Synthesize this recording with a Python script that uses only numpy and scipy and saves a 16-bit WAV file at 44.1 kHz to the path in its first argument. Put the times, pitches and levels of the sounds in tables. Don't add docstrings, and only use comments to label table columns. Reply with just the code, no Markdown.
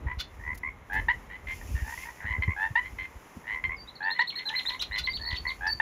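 import sys
import numpy as np
from scipy import signal
from scipy.fft import rfft, irfft
from scipy.io import wavfile
from scipy.ndimage import uniform_filter1d

SR = 44100
rng = np.random.default_rng(int(sys.argv[2]) if len(sys.argv) > 2 else 0)


def log_audio(samples):
    frames = np.atleast_2d(samples).T
    limited = np.clip(frames, -1, 1)
    pcm = np.round(limited * 32767).astype(np.int16)
    wavfile.write(sys.argv[1], SR, pcm)


N = 256215

FIRST, SECOND = 0, 1
# first_pulse_s, last_pulse_s, pulse_count, end_pitch_hz, loudest_pulse_db, frog, part
CROAKS = [(0.073, 0.132, 5, 1002, -31.5, "hollow", SECOND),
          (0.401, 0.5323, 11, 1010, -24.5, "clear", FIRST), (0.637, 0.69, 5, 1073, -24.5, "clear", SECOND),
          (0.902, 0.998, 10, 884, -21.5, "deep", FIRST), (0.924, 0.999, 9, 1021, -28.5, "raspy", FIRST),
          (1.097, 1.12, 3, 1036, -24.5, "raspy", SECOND), (1.089, 1.116, 3, 991, -14.5, "deep", SECOND),
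          (1.303, 1.366, 7, 1013, -35, "thin", FIRST), (1.474, 1.537, 6, 1054, -30, "thin", SECOND),
          (1.616, 1.629, 2, 943, -41.5, "far", SECOND), (1.756, 1.848, 9, 935, -36, "thin", SECOND),
          (1.851, 1.942, 7, 947, -36, "hollow", FIRST), (1.979, 2.037, 6, 1056, -34.5, "far", SECOND),
          (2.058, 2.108, 4, 967, -35.5, "hollow", SECOND), (2.174, 2.239, 7, 1005, -46.5, "far", FIRST),
          (2.214, 2.254, 5, 829, -42, "far", FIRST), (2.218, 2.38, 13, 1020, -24.5, "clear", FIRST),
          (2.255, 2.328, 9, 1013, -28, "raspy", FIRST), (2.382, 2.392, 2, 820, -42, "far", SECOND),
          (2.425, 2.446, 3, 1036, -21, "raspy", SECOND), (2.4816, 2.535, 5, 1073, -25, "clear", SECOND),
          (2.567, 2.6748, 11, 903, -19.5, "deep", FIRST), (2.7606, 2.795, 3, 1001, -15, "deep", SECOND),
          (2.819, 2.881, 7, 1042, -35.5, "thin", FIRST), (2.9887, 3.055, 7, 1044, -31.5, "thin", SECOND),
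          (3.445, 3.601, 13, 1029, -27, "clear", FIRST), (3.471, 3.547, 9, 1024, -27, "raspy", FIRST),
          (3.642, 3.663, 3, 1046, -21, "raspy", SECOND), (3.697, 3.746, 5, 1080, -25.5, "clear", SECOND),
          (4.009, 4.1165, 11, 917, -19, "deep", FIRST), (4.114, 4.19, 7, 1009, -34, "thin", FIRST),
          (4.1963, 4.225, 3, 999.6, -14.5, "deep", SECOND), (4.329, 4.346, 2, 1124, -39, "far", SECOND),
          (4.362, 4.434, 7, 1032, -34.5, "thin", FIRST), (4.46, 4.531, 6, 895, -39.5, "hollow", FIRST),
          (4.542, 4.61, 7, 1017, -27.5, "thin", SECOND), (4.6553, 4.6667, 2, 963, -31.5, "far", SECOND),
          (4.693, 4.764, 6, 1030, -31, "hollow", SECOND), (4.913, 4.9806, 8, 1016, -26.5, "raspy", FIRST),
          (5.076, 5.0995, 3, 1041, -21.5, "raspy", SECOND), (5.199, 5.3578, 13, 998, -24.5, "clear", FIRST),
          (5.456, 5.52, 6, 1056, -24.5, "clear", SECOND), (5.612, 5.7022, 9, 881.6, -20.5, "deep", FIRST),
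          (5.8025, 5.811, 2, 924, -12, "deep", SECOND)]
FROG_VOICES = {"deep": ((-8, -20, 2, -0.38), (803.5, 0.68, -12.5, -7, -26.5, -25),
               (2604, -0.5, -1, -7.5, -4.5, -8.5)), "clear": ((-11, -37, 3, 1.88),
               (748.5, .8, -18.5, -8.5, -43, -39), (1200, -2, -1.5, -3.5, -46, -9)),
               "raspy": ((-17, -18.5, 4.5, 0.4), (1098, -1.5, -10, 2.5, -43, -35),
               (498, 0.7, 1, -11.5, -18, 2)), "thin": ((-19, -16, 2.4, 2.5), (1200, .75, -6, -3, -14, -8),
               (300, .3, -1, -5, -15, -6)), "hollow": ((-4, -26.5, 1.5, 4),
               (1010, 0.4, -6.5, 3.5, -30, -19), (990, -0.2, -4.5, -4.5, -37, -14)),
               "far": ((-10.5, -21, 4, 4), (688, -1, -2, 5, -27, -18), (998, -1.5, 2, -2.5, -21, -12))}
# first_part_s, second_part_s
RELEASE_S = (0.0039, 0.0042)
PITCH_BEND = 1.574

# start_s, length_s, start_pitch_hz, third_way_pitch_hz, end_pitch_hz, level_db (before the
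# beak), closing_fall_s
NOTES = [(3.764, 0.062, 5100, 4540, 4700, -46, .002), (3.873, 0.024, 3700, 3900, 4030, -42.5, 0.0046),
         (3.952, .016, 4150, 4600, 4100, -43, .002), (4.025, .027, 3900, 4350, 4550, -42, .001),
         (4.102, 0.029, 3500, 4100, 4300, -30.5, 0.0052), (4.187, 0.025, 3490, 4000, 4400, -31.5, 0.013),
         (4.271, .028, 3600, 4370, 4200, -28.5, .01), (4.354, .034, 3860, 4300, 4250, -30.5, .011),
         (4.454, .035, 3950, 4150, 3950, -28, .015), (4.555, .035, 3850, 4150, 4150, -25.5, .012),
         (4.658, 0.035, 3510, 3900, 4230, -26, 0.016), (4.722, .018, 4230, 3600, 4400, -38, 0.012),
         (4.793, 0.031, 2736, 3800, 4140, -29.5, 0.021), (4.918, 0.039, 3650, 4100, 4150, -36.5, 0.021),
         (5.035, .028, 3800, 4070, 4500, -31, 0.019), (5.094, .032, 4350, 4600, 4700, -34, 0.0012),
         (5.131, .036, 3550, 4250, 4600, -31, .011), (5.212, .014, 4200, 4400, 4550, -34, .001),
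         (5.233, .012, 4450, 4400, 4350, -35, .001), (5.25, .04, 3820, 4450, 4500, -30.5, .002),
         (5.279, 0.027, 4900, 4100, 4300, -33.5, 0.016), (5.323, 0.0069, 3770, 4900, 3200, -36, 0.017),
         (5.344, 0.006, 2480, 3600, 4600, -36, 0.026), (5.36, 0.007, 2830, 4000, 3200, -32.5, 0.016),
         (5.367, 0.021, 4030, 4450, 4500, -29.5, .002), (5.471, 0.018, 4170, 4420, 4500, -29.5, 0.0048),
         (5.488, 0.013, 4260, 4450, 4000, -36, 0.0075), (5.667, 0.0085, 3400, 4700, 6000, -34, 0.0014),
         (5.674, 0.062, 4900, 4430, 4550, -27, 0.00089)]
# start_s, rise_s, fade_s, level_db (rms before the swell)
CHACKS = [(0.186, 0.023, 0.0068, -32), (4.81, 0.015, 0.0064, -30), (4.974, 0.016, 0.0099, -29.5)]
# centre_hz, width_hz, level_db
THROAT_MODES = [(1500, 88, 0.5), (2260, 560, -9), (2920, 260, 2), (3500, 150, 6.5), (4080, 170, 7.5),
                (4560, 100, -4)]
BEAK_HZ, BEAK_OCTAVES, FLUTTER_DB = 4000, .47, 2
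FALL_OCTAVES_PER_S = 80
HELD_OCTAVE_DB, FALL_OCTAVE_DB, OCTAVE_GROWTH_DB_PER_S = -6.5, -25, 746

# time_s, level_db
GUST_LEVELS = [(0, -37), (.3, -51.5), (.5, -44), (.8, -52.5), (1, -38.5), (1.3, -53.5), (1.72, -38.5),
               (2.15, -56), (2.4, -40), (2.6, -54), (2.95, -48.5), (3.3, -66), (3.78, -47.5), (4, -70),
               (4.5, -65), (5.15, -42), (5.45, -47), (5.81, -48)]
# centre_hz, width_hz, level_db
GUST_MODES = [(53, 38, 2), (142, 190, -14)]
# start_s, level_db, pitch_hz, air_slap_db (against the swing)
THUMPS = [(0.057, -23.5, 83, -47), (0.172, -28.5, 65, -39), (0.473, -34.5, 63, -30), (1.171, -36, 64, -21),
          (1.742, -21, 72, -39), (1.819, -23.5, 71, -28), (2.244, -33, 91, -14), (2.304, -28.5, 77.5, -25),
          (2.383, -26, 94, -18), (2.478, -19.5, 102, -20), (2.704, -33.5, 121, -17.5),
          (2.924, -40.5, 65, -14), (3.013, -41.5, 84, -10), (3.156, -37.5, 64.5, -29),
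          (3.364, -42.5, 96, -2), (3.64, -39, 74, -15), (4.9, -37.5, 66.5, -27), (5.324, -28.5, 82, -19.5)]

# time_s, level_db
REED_LEVELS = [(0, -68.5), (.2, -74), (.36, -63), (.83, -70.5), (.97, -61.5), (1.42, -66), (1.52, -52.5),
               (1.75, -51.5), (2.05, -49.5), (2.25, -62), (3.4, -61), (4.05, -69), (4.43, -64.5),
               (4.68, -57.5), (5, -69), (5.53, -59), (5.81, -63)]
# frequency_hz, relative_db_per_hz
REED_COLOUR = [(1470, -18.5), (2500, 1), (4050, -14), (5170, -5.5), (7250, -1), (8250, -8.5), (9920, -5),
               (15600, -14.5)]
# start_s, level_db (before the band filter), fade_s
TICKS = [(0.547, -45.5, 0.013), (0.5757, -42.5, 0.011), (0.931, -46.5, 0.034)]

# frequency_hz, relative_db_per_hz
FAR_COLOUR = [(71, -50.5), (120, 0), (627, -4), (680, -7), (738, -3.5), (1040, -2), (1170, -5), (4190, -26),
              (4930, -62), (6000, -48), (7800, -73.5), (13200, -120)]
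FAR_DB, FAR_SWELL_DB = -54, 1.2

ECHO_T60_S, ECHO_DB, ECHO_GAP_S = 0.17, -14.5, 0.0034
STEMS_FROG, STEMS_BIRD = .3, 1.3
NOTCH_HZ, NOTCH_WIDTH_HZ, TOP_HZ = 8270, 2760, 15750


def undb(db):
    return 10 ** (np.asarray(db) / 20)


def unit(x):
    return x / np.sqrt(np.mean(x ** 2))


def curve(rows):
    return np.interp(np.arange(N) / SR, *np.transpose(rows))


def band(x, hz, width):
    return signal.lfilter(*signal.iirpeak(hz, hz / width, fs=SR), x)


def coloured(spectrum):
    hz, db = np.transpose(spectrum)
    f = np.fft.rfftfreq(N, 1 / SR) + 1
    gain = undb(np.interp(np.log(f), np.log(hz), db, -90, -90))
    return unit(irfft(rfft(rng.standard_normal(N)) * gain, N))


def walk(rate):
    k = int(SR / rate)
    held = np.repeat(rng.standard_normal(N // k + 1), k)
    return 0.91 * uniform_filter1d(held, k)[:N]


def add(out, s, sound):
    i = int(s * SR)
    out[i:i + len(sound)] += sound[:max(N - i, 0)]


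def frogs(fourth_db=-9, fifth_db=-20, ring=0.79, click=0.21):
    out, rough, uneven = np.zeros(N), walk(900), walk(90)
    hiss = unit(band(band(rng.standard_normal(N), 3000, 1500), 3000, 2000)) / 3.5
    for first, last, count, end_hz, db, frog, part in CROAKS:
        (low_db, third_db, narrow, uneven_db), *parts = FROG_VOICES[frog]
        rise, place, first_db, last_db, dip_db, end_dip_db = parts[part]
        length = last - first
        period = length / max(count - 1, 1)
        start = first - 0.41 * period
        t = start + np.arange(int((last - start + .04) * SR)) / SR
        i = np.minimum((t * SR).astype(int), N - 1)

        valve = np.sin(np.pi * ((t - start) / period % 1) ** 0.69) ** narrow
        dip = undb(np.interp(t, [first, last], [dip_db, end_dip_db]))
        leak = np.minimum(dip, 1) * np.minimum((t - start) / 0.006, 1)
        puff = leak + (1 - leak) * valve
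        over, release = np.maximum(t - last, 0), RELEASE_S[part]
        sac = np.where(over > 0, np.exp(-(over / (ring * release)) ** 1.5), puff)
        rest = np.where(over > 0, np.exp(-(over / release) ** 1.5), puff)

        loudest = first + np.clip(place, .01, .99) * length
        effort = db + np.interp(t, [first, loudest, last], [first_db, 0, last_db])
        effort += uneven_db * uneven[i]
        hz = end_hz - rise * length * np.clip((last - t) / length, 0, 1) ** PITCH_BEND
        rasp = .1 + 1.7 * undb(third_db) + .09 * uneven_db
        phase = 2 * np.pi * np.cumsum(hz) / SR + rasp * rough[i] / 2

        low = undb(low_db) * np.sin(phase)
        upper = np.sin(3 * phase) + undb(fourth_db) * np.sin(4 * phase) + undb(fifth_db) * np.sin(5 * phase)
        upper = undb(third_db) * (upper + hiss[i]) * puff ** click * 0.84
        add(out, start, undb(effort) * (sac * np.sin(2 * phase) + rest * (low + upper)))
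    return signal.sosfilt(signal.butter(6, 4700, fs=SR, output="sos"), out)


def bird():
    out = whistles() * undb(FLUTTER_DB * walk(250))
    add_chacks(out)
    return out


def whistles(twelfth_db=-30):
    out, wobble = np.zeros(N), .009 * walk(260)
    broken_db = 5 * walk(350)
    for s, length, hz0, hz1, hz2, db, fall in NOTES:
        fall_hz = hz2 * 2 ** (-FALL_OCTAVES_PER_S * fall)
        fall_db = FALL_OCTAVE_DB + OCTAVE_GROWTH_DB_PER_S * fall
        t = np.arange(int((length + fall) * SR)) / SR
        here = slice(int(s * SR), int(s * SR) + len(t))
        knots = [0, length / 3, length, length + fall]
        hz = np.exp(np.interp(t, knots, np.log([hz0, hz1, hz2, fall_hz])))
        hz = uniform_filter1d(hz, size=99) * (1 + wobble[here])
        phase = 2 * np.pi * np.cumsum(hz) / SR
        edges = np.minimum(1, np.minimum(t, t[::-1]) / .002)
        breath = undb(np.interp(t, knots, [-7, -2.5, 0.0, -11.5])) * edges
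        octave_db = np.interp(t, knots, [HELD_OCTAVE_DB, HELD_OCTAVE_DB, fall_db, fall_db])
        octave = undb(octave_db + broken_db[here])
        voice = beak(hz) * np.sin(phase)
        voice += octave * beak(2 * hz) * np.sin(2 * phase)
        voice += undb(twelfth_db) * np.sin(3 * phase)
        add(out, s, undb(db) * breath * voice)
    return out


def beak(hz, floor_db=-22):
    return np.exp(-.5 * (np.log2(hz / BEAK_HZ) / BEAK_OCTAVES) ** 2) + undb(floor_db)


def add_chacks(out):
    t = np.arange(SR // 10) / SR
    for s, rise, fade, db in CHACKS:
        steps_db = rng.standard_normal(len(t) // 30).repeat(30)
        rattle = rng.standard_normal(len(t)) * undb(steps_db)
        swell = np.where(t < rise, (0.32 + 0.74 * t / rise) ** 2, np.exp((rise - t) / fade))
        throat = sum(undb(g_db) * band(rattle, hz, width) for hz, width, g_db in THROAT_MODES)
        throat += 0.013 * swell * rattle
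        add(out, s, undb(db) * swell * unit(throat))


def wind(droop=12, thump_s=0.013):
    eddies = rng.standard_normal(N) * undb(4.6 * walk(30))
    rumble = sum(undb(g_db) * unit(band(band(eddies, hz, w), hz, 2 * w)) for hz, w, g_db in GUST_MODES)
    out = undb(curve(GUST_LEVELS)) * rumble
    t = np.arange(SR // 8) / SR
    for s, db, hz, slap_db in THUMPS:
        swing = np.sin(2 * np.pi * hz * (1 - np.exp(-droop * t)) / droop)
        slap = unit(band(band(rng.standard_normal(len(t)), 162, 100), 200, 220))
        push = t / 0.0029 * np.exp(1 - t / 0.0066) ** .5 * np.exp(-t / thump_s)
        add(out, s, undb(db) * push * (swing + undb(slap_db) * slap))
    return out


def reeds():
    grain = undb(2.0 * walk(17) + 0.72 * walk(130))
    out = coloured(REED_COLOUR) * grain * undb(curve(REED_LEVELS))
    t = np.arange(SR // 20) / SR
    for s, db, fade in TICKS:
        tick = band(rng.standard_normal(len(t)), 9000, 8400)
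        add(out, s, undb(db) * np.exp(-(t / fade) ** 2) * tick)
    return out


def distant_chorus():
    murmur = undb(-8.0) * unit(band(band(rng.standard_normal(N), 2080, 400), 1800, 600))
    return (coloured(FAR_COLOUR) + murmur) * undb(FAR_DB + FAR_SWELL_DB * walk(2.883))


def echo(x, early):
    t = np.arange(SR // 2) / SR
    noise = band(rng.standard_normal(len(t)), 2960, 4200) * np.minimum(t / ECHO_GAP_S, 1) ** 2
    late = np.exp(-np.log(1000) * t / ECHO_T60_S)
    tail = noise * (late + early * np.exp(-t / 0.0038))
    tail /= np.sqrt(np.sum((noise * late) ** 2))
    return undb(ECHO_DB) * signal.fftconvolve(x, tail)[:N]


def scene():
    croaks, song = frogs(), bird()
    echoes = echo(croaks, STEMS_FROG) + echo(undb(4.0) * song, STEMS_BIRD)
    return (croaks + song + echoes + wind() + reeds() + distant_chorus())[None]


def record(dry):
    bass_cut = signal.sosfilt(signal.butter(2, 32, "high", fs=SR, output="sos"), dry)
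    notch = signal.iirnotch(NOTCH_HZ, NOTCH_HZ / NOTCH_WIDTH_HZ, fs=SR)
    notched = signal.lfilter(*notch, bass_cut)
    return signal.sosfilt(signal.ellip(14, .3, 90, TOP_HZ, fs=SR, output="sos"), notched)


dry = scene()
out = record(dry)
log_audio(out)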